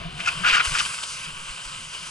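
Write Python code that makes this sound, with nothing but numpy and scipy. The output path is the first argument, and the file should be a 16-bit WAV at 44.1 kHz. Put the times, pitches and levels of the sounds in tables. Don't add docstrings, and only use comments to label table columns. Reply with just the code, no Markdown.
import sys
import numpy as np
from scipy import signal
from scipy.fft import rfft, irfft
from scipy.io import wavfile
from scipy.ndimage import uniform_filter1d

SR = 44100
rng = np.random.default_rng(int(sys.argv[2]) if len(sys.argv) > 2 else 0)


def bounce(signal):
    frames = np.transpose(np.atleast_2d(signal))
    limited = np.clip(frames, -1, 1)
    pcm = np.round(limited * 32767).astype(np.int16)
    wavfile.write(sys.argv[1], SR, pcm)


def field_ratio(decibels):
    return 10 ** (np.asarray(decibels, dtype=float) / 20)


N = 92610
T = np.arange(N) / SR
HZ = np.fft.rfftfreq(N, 1 / SR) + 1

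# time in seconds, level in dB, brightness in dB, left over right in dB.
ROLL_PASS = [(0, -38.5, -12, 3), (.1, -44, -9, 3), (.18, -39, -7, 3), (0.301, -36, -4.5, 2),
             (.41, -37.5, -2, 3.5), (.5, -31.5, -9.5, 6.5), (.615, -33, -8, 2), (.645, -31.5, 1, 1.5),
             (.73, -33, 0.5, 3), (.83, -35.5, 4, 1.5), (1.0, -39.5, 2.5, 1.1), (1.12, -40.5, 6, 1),
             (1.23, -40.5, 1.5, 1), (1.31, -42, 0, 1), (1.42, -42, 1, 0.5), (1.7, -41, 0, 1),
             (2.1, -43, 2, 1.3)]
# frequency in Hz, gain in dB.
GRIT_COLOUR = [(250, -21), (800, -11), (1050, -4.5), (1930, -9), (3000, -1), (4000, -6.5), (9000, -7),
               (11100, -13)]
# time in seconds, length in seconds, rise in dB.
WHEEL_BUMPS = [(0.654, 0.0054, 3.5), (0.708, 0.01, -1.5), (0.865, 0.0065, 3), (0.944, 0.0061, 4),
               (0.988, 0.0058, 1.5), (1.037, 0.0077, 6.5), (1.247, 0.009, 4.5), (1.498, 0.018, 2.5),
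               (1.04, 0.0035, 0), (1.654, 0.0033, 3), (1.749, 0.0041, -1), (1.88, 0.004, -1),
               (1.938, 0.015, 2.5), (2.071, 0.0065, 2.5)]
GROUND_BANDS_HZ = [0, 900, 1900, 2750, 3400, 4300, 5600, 7000, 9300, 12000]
# time in seconds, level in dB, grain pitch in Hz, spray in dB.
SKID_COURSES = [
    [(.185, -40, 2400, -10), (.204, -31, 2400, -12), (.225, -39, 2400, -10), (.253, -39, 2600, -6),
     (.263, -27, 2700, -8), (.269, -31, 1900, -7), (.277, -22, 1900, -7), (.289, -21, 2600, -10),
     (.302, -33, 1900, -12)],
    [(.428, -34, 1500, -14), (.448, -21.5, 1750, -18), (.466, -18.5, 1900, -14), (.49, -18, 2450, -11),
     (.524, -20, 2350, -11), (.555, -16.5, 2150, -11), (.591, -24, 1900, -12), (.612, -20, 2050, -19),
     (.621, -33, 2200, -20)],
    [(.73, -33, 1800, -6), (.752, -27, 1850, -5), (.775, -25, 2100, -8), (.784, -29, 2400, -5),
     (.79, -23, 2900, -2), (.806, -21, 2200, -5), (.815, -27, 1500, -7), (.822, -38, 1800, -6)],
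]
# time in seconds, length in seconds, change in dB.
GRIP_LOSSES = [
    (0.459, 0.0018, -1),
    (0.505, 0.0014, -14),
    (.5075, 0.0017, -11),
    (0.513, .001, -2),
    (0.521, .002, -6),
    (0.565, 0.0015, -5),
    (0.59, 0.0015, -6),
    (0.774, .002, -7),
    (0.807, 0.0011, -9),
]
# time in seconds, peak in dB, pitch in Hz.
STONE_CRACKS = [(0.2045, -22, 2470), (0.2051, -25, 1370), (0.2088, -26, 2670), (0.4473, -18, 2510),
                (0.4517, -14, 1420), (0.4662, -17, 2590), (0.4691, -14, 1330), (0.4755, -15, 2650),
                (0.4793, -13, 2520), (0.484, -12, 2480), (0.4877, -11, 2770), (0.4945, -16, 2680),
                (0.5008, -12, 2640), (0.5053, -12, 2630), (0.5096, -12, 2500), (0.5141, -13, 2810),
                (0.5203, -16, 2580), (0.5311, -16, 2630), (0.5328, -16, 1220), (0.5376, -14, 2630),
                (0.5431, -14, 2270), (0.5479, -17, 1510), (0.5498, -15, 2490), (0.5528, -14, 2700),
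                (0.556, -14, 1330), (0.5595, -16, 2500), (0.5678, -17, 2380), (0.5687, -13, 1330),
                (0.582, -17, 1400), (0.5836, -18, 2550), (0.5977, -13, 2350), (0.6012, -16, 2180),
                (0.6014, -17, 1320), (0.6046, -13, 1400), (0.6047, -18, 2240), (0.6093, -13, 2330),
                (0.6145, -18, 2370), (0.6541, -23, 3330), (0.6568, -22, 2720), (0.6639, -22, 2880),
                (0.6715, -23, 2700), (0.7201, -24, 2890), (0.7526, -21, 1580), (0.753, -19, 2420),
                (0.7756, -18, 2460), (0.7864, -15, 2910), (0.7926, -18, 3270), (0.8002, -17, 3280),
                (0.8061, -15, 2790), (0.8067, -16, 1370), (0.8529, -22, 2950), (0.861, -23, 2850),
                (0.9439, -25, 2900), (0.9875, -28, 2760), (1.0318, -26, 3040), (1.0365, -26, 3230),
                (1.6494, -30, 3310), (1.7487, -30, 2860)]
# time in seconds, length in seconds, level in dB, pitch in Hz.
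SCRAPE_RINGS = [
    (0.277, 0.0035, -23, 1386),
    (0.2813, 0.002, -20, 2595),
    (0.289, 0.0009, -12, 2520),
    (0.2908, 0.0022, -18, 2560),
    (0.263, 0.003, -28, 2600),
    (0.464, 0.004, -22, 1453),
]
# frequency in Hz, dB per Hz.
WIND_COLOUR = [(15, -2), (37, -3.5), (64, -11.5), (110, -9), (162, -3.5), (200, -8), (280, -21.5),
               (600, -18.5)]
# time in seconds, level in dB.
WIND_GUSTS = [(0, -41.5), (.12, -42.5), (.3, -45), (.43, -42.5), (.6, -50), (.8, -45.5), (.95, -53),
              (1.13, -52.5), (1.3, -47.5), (1.55, -54), (1.65, -53), (1.801, -46), (1.95, -55), (2.1, -52)]
# time in seconds, length in seconds, level in dB, pitch in Hz.
HOUSING_HUMS = [
    (.068, .016, -28.5, 164.8),
    (.155, 0.02, -39.5, 153),
    (.21, 0.023, -38.5, 178),
    (.378, 0.008, -33, 158),
    (.42, 0.011, -31, 178),
    (.595, 0.01, -38, 156),
    (0.723, 0.0086, -32.5, 149),
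    (1.285, 0.011, -38, 161),
    (1.85, 0.047, -51, 155.3),
    (2.03, 0.011, -44, 166),
]
# time in seconds, length in seconds, size in dB, swing in cycles, signed factor.
WIND_THUDS = [
    (0.532, 0.006, -34, 0.14, -1.65),
    (0.68, 0.0047, -23, 0.46, 0.79),
    (.722, 0.0057, -28.5, .12, -1.26),
    (0.728, 0.02, -36, .1, 1),
    (1.38, 0.044, -36.5, 0.41, 0.55),
    (1.503, 0.0097, -29, 0.53, -0.51),
    (1.669, 0.01, -38, 0.66, 0.79),
]
# frequency in Hz, width in Hz, gain in dB.
COVER_RESONANCES = [(1157, 113, 2.5), (1412, 560, 8), (1813, 310, -3), (2566, 450, 4), (2973, 145, 4.5),
                    (4990, 1830, 8), (5660, 470, -5), (5960, 270, 3.5), (6900, 330, -1), (8260, 3070, 5.5),
                    (9420, 260, 0), (10290, 224, 7.5)]
# frequency in Hz, lead in radians.
LEFT_LEAD = [(30, 0.11), (170, 0.64), (690, 1.79), (1300, 1.74), (2550, 0.97), (2950, 1.24), (5700, 0.48),
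             (11000, 0.83)]
# frequency in Hz, dB against the shared sound.
PORT_DIFFERENCE = [(30, -13), (170, -13.5), (300, -1.5), (600, -8), (1200, -8), (2500, -10.5), (5000, -6),
                   (10000, -26)]


def unit(x):
    return x / np.sqrt(np.mean(x ** 2))


def over_hz(table):
    hz, value = np.array(table, float).T
    return np.interp(np.log(HZ), np.log(hz), value)


def shape(x, gain):
    return irfft(rfft(x) * gain, N)


def walk(rate_hz):
    k = int(SR / rate_hz)
    steps = np.repeat(rng.standard_normal(N // k + 1), k)
    return unit(uniform_filter1d(uniform_filter1d(steps, k), k)[:N])


def bell(at, length):
    return np.exp(-0.5 * ((T - at) / length) ** 2)


def ring(at, length, db, hz):
    return field_ratio(db) * bell(at, length) * np.sin(2 * np.pi * hz * (T - at))


def peak(hz, width_hz):
    return unit(shape(rng.standard_normal(N), 1 / (1 + (2 * (HZ - hz) / width_hz) ** 4)))


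def waver(hz, depth, width_hz):
    turn = 2 * np.pi * np.cumsum(hz * (1 + depth * walk(24.96))) / SR
    return peak(0.0, width_hz) * np.cos(turn) + peak(0.0, width_hz) * np.sin(turn)


def grit(share, scatter_db):
    size = field_ratio(scatter_db * np.minimum(rng.exponential(size=N), 3))
    return unit(rng.standard_normal(N) * (1 + (rng.random(N) < share) * size))


def grains(at, hz, cycles, size, phase):
    offset = np.arange(256) - 64
    u = offset / SR
    w = u * hz[:, None] / cycles
    envelope = np.exp(-0.5 * np.where(w < 0, 1.4 * w, w) ** 2)
    wave = size[:, None] * envelope * np.cos(2 * np.pi * hz[:, None] * u + phase[:, None])
    where = np.clip((at[:, None] * SR).astype(int) + offset, 0, N - 1)
    return np.bincount(where.ravel(), wave.ravel(), N)


def rolling():
    s, db, bright_db, left_db = np.array(ROLL_PASS, float).T
    level = field_ratio(np.interp(T, s, db))
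    bright = np.interp(T, s, bright_db)
    rise = sum(d * bell(a, n) for a, n, d in WHEEL_BUMPS)
    colour = field_ratio(over_hz(GRIT_COLOUR))
    high = 1 / (1 + (3700 / HZ) ** 6)
    crush = grit(0.01, 3.0) * field_ratio(0.9 * walk(40))
    body = unit(shape(crush, colour * (1 - high) / (1 + (220 / HZ) ** 4)))
    fade = 1 / (1 + np.exp((T - 0.46) / 0.03))
    drone = field_ratio(-15 - 0.9 * bright) * waver(700, 0.04, 130) * fade
    top_db = bright - 3.5 + 0.95 * rise + 0.6 * walk(30)
    top = unit(shape(grit(0.01, 3.0), colour * high)) * field_ratio(top_db)
    return (body * field_ratio(rise) + drone + top) * level, np.interp(T, s, left_db)


def patchy(x):
    bands = zip(GROUND_BANDS_HZ, GROUND_BANDS_HZ[1:])
    return sum(shape(x, (HZ > lo) & (HZ <= hi)) * field_ratio(1.1 * walk(14.01)) for lo, hi in bands)


def skids():
    grains_per_s, pitch_spread, scatter_db, edge_s = 1600, 0.37, 2.5, 0.008
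    low = peak(1350, 880) * field_ratio(2.04 * walk(250))
    high = peak(2600, 2140) * field_ratio(2.04 * walk(250))
    thump = field_ratio(-25.5) * peak(270, 550)
    dust = grit(0.025, 4.0)
    spray = unit(shape(dust, 1 / (1 + (3500 / HZ) ** 4) / (1 + (HZ / 7500) ** 6)))
    slip_db = sum(d * bell(a, n) for a, n, d in GRIP_LOSSES)
    out = 0
    for course in SKID_COURSES:
        s, db, hz, spray_db = np.array(course, float).T
        gap, detune, size, phase = rng.random((400, 4)).T
        at = s[0] + np.cumsum(0.5 + gap) / grains_per_s
        pitch = np.interp(at, s, hz) * np.exp(pitch_spread * (2 * detune - 1))
        grain_size = 0.5 * field_ratio(scatter_db * np.minimum(-np.log(1 - size), 2))
        tear = grains(at, pitch, 1.42, grain_size, 2 * np.pi * phase)
        lean = np.clip((np.interp(T, s, hz) - 1200) / 1600, 0, 1)
        scrape = field_ratio(-1.5) * (np.sqrt(1 - lean) * low + np.sqrt(lean) * high)
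        edge = np.clip(np.minimum(T - s[0], s[-1] - T) / edge_s, 0, 1)
        level = edge * field_ratio(np.interp(T, s, db) - 4.5 + slip_db)
        out = out + level * (tear + scrape + thump + field_ratio(np.interp(T, s, spray_db)) * spray)
    return out


def cracks():
    s, db, hz = np.array(STONE_CRACKS, float).T
    db = db + 4.5 * np.log2(np.minimum(hz / 2500, 1))
    rings = sum(ring(*row) for row in SCRAPE_RINGS)
    snaps = grains(s, 1.24 * hz, 0.45, field_ratio(db - 2), 2 * np.pi * rng.random(len(s)))
    stones = grains(s, hz, 1.2, field_ratio(db + 1.5), 2 * np.pi * rng.random(len(s)))
    return rings + snaps + stones


def thud(at, length, db, cycles, sign):
    phase = np.pi / 2 if cycles < 0.2 else 0.6
    return sign * field_ratio(db) * bell(at, length) * np.sin(np.pi * cycles * (T - at) / length + phase)


def wind():
    s, db = np.array(WIND_GUSTS, float).T
    colour = field_ratio(over_hz(WIND_COLOUR)) / (1 + (HZ / 600) ** 4) / (1 + (14 / HZ) ** 4)
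    rumble = unit(shape(rng.standard_normal(N), colour)) * field_ratio(np.interp(T, s, db) + walk(14))
    hums = sum(ring(*row) for row in HOUSING_HUMS)
    return rumble + hums + sum(thud(*row) for row in WIND_THUDS)


def cover(x):
    gain_db = sum(db / (1 + (2 * (HZ - hz) / width) ** 2) for hz, width, db in COVER_RESONANCES)
    return shape(x, field_ratio(gain_db - 2))


def ports(x, pan_db):
    echo_s = 0.014
    turn = np.exp(0.5j * over_hz(LEFT_LEAD))
    tails = rng.standard_normal((2, 6000)) * np.exp(-np.arange(6000) / SR / echo_s)
    tails = tails / np.sqrt(np.sum(tails ** 2, axis=1, keepdims=True))
    smear = rfft(tails, N) * field_ratio(over_hz(PORT_DIFFERENCE))
    pan = field_ratio(np.array([[0.5], [-0.5]]) * pan_db)
    return pan * shape(x, np.array([turn, 1 / turn]) + smear)


def scene():
    roll, roll_pan_db = rolling()
    tyres = ports(cover(patchy(roll)), roll_pan_db)
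    turn = ports(cover(skids() + cracks()), 2.5 + 0 * T)
    return tyres + turn + ports(wind(), 0 * T)


def band_limit(x):
    return signal.sosfilt(signal.butter(12, 11450, fs=SR, output="sos"), x)


def record(dry):
    limit, top_hz = 0.5, 11080
    rounded = limit * np.tanh(dry / limit)
    return band_limit(shape(rounded, HZ < top_hz))


dry = scene()
out = record(dry)
bounce(out)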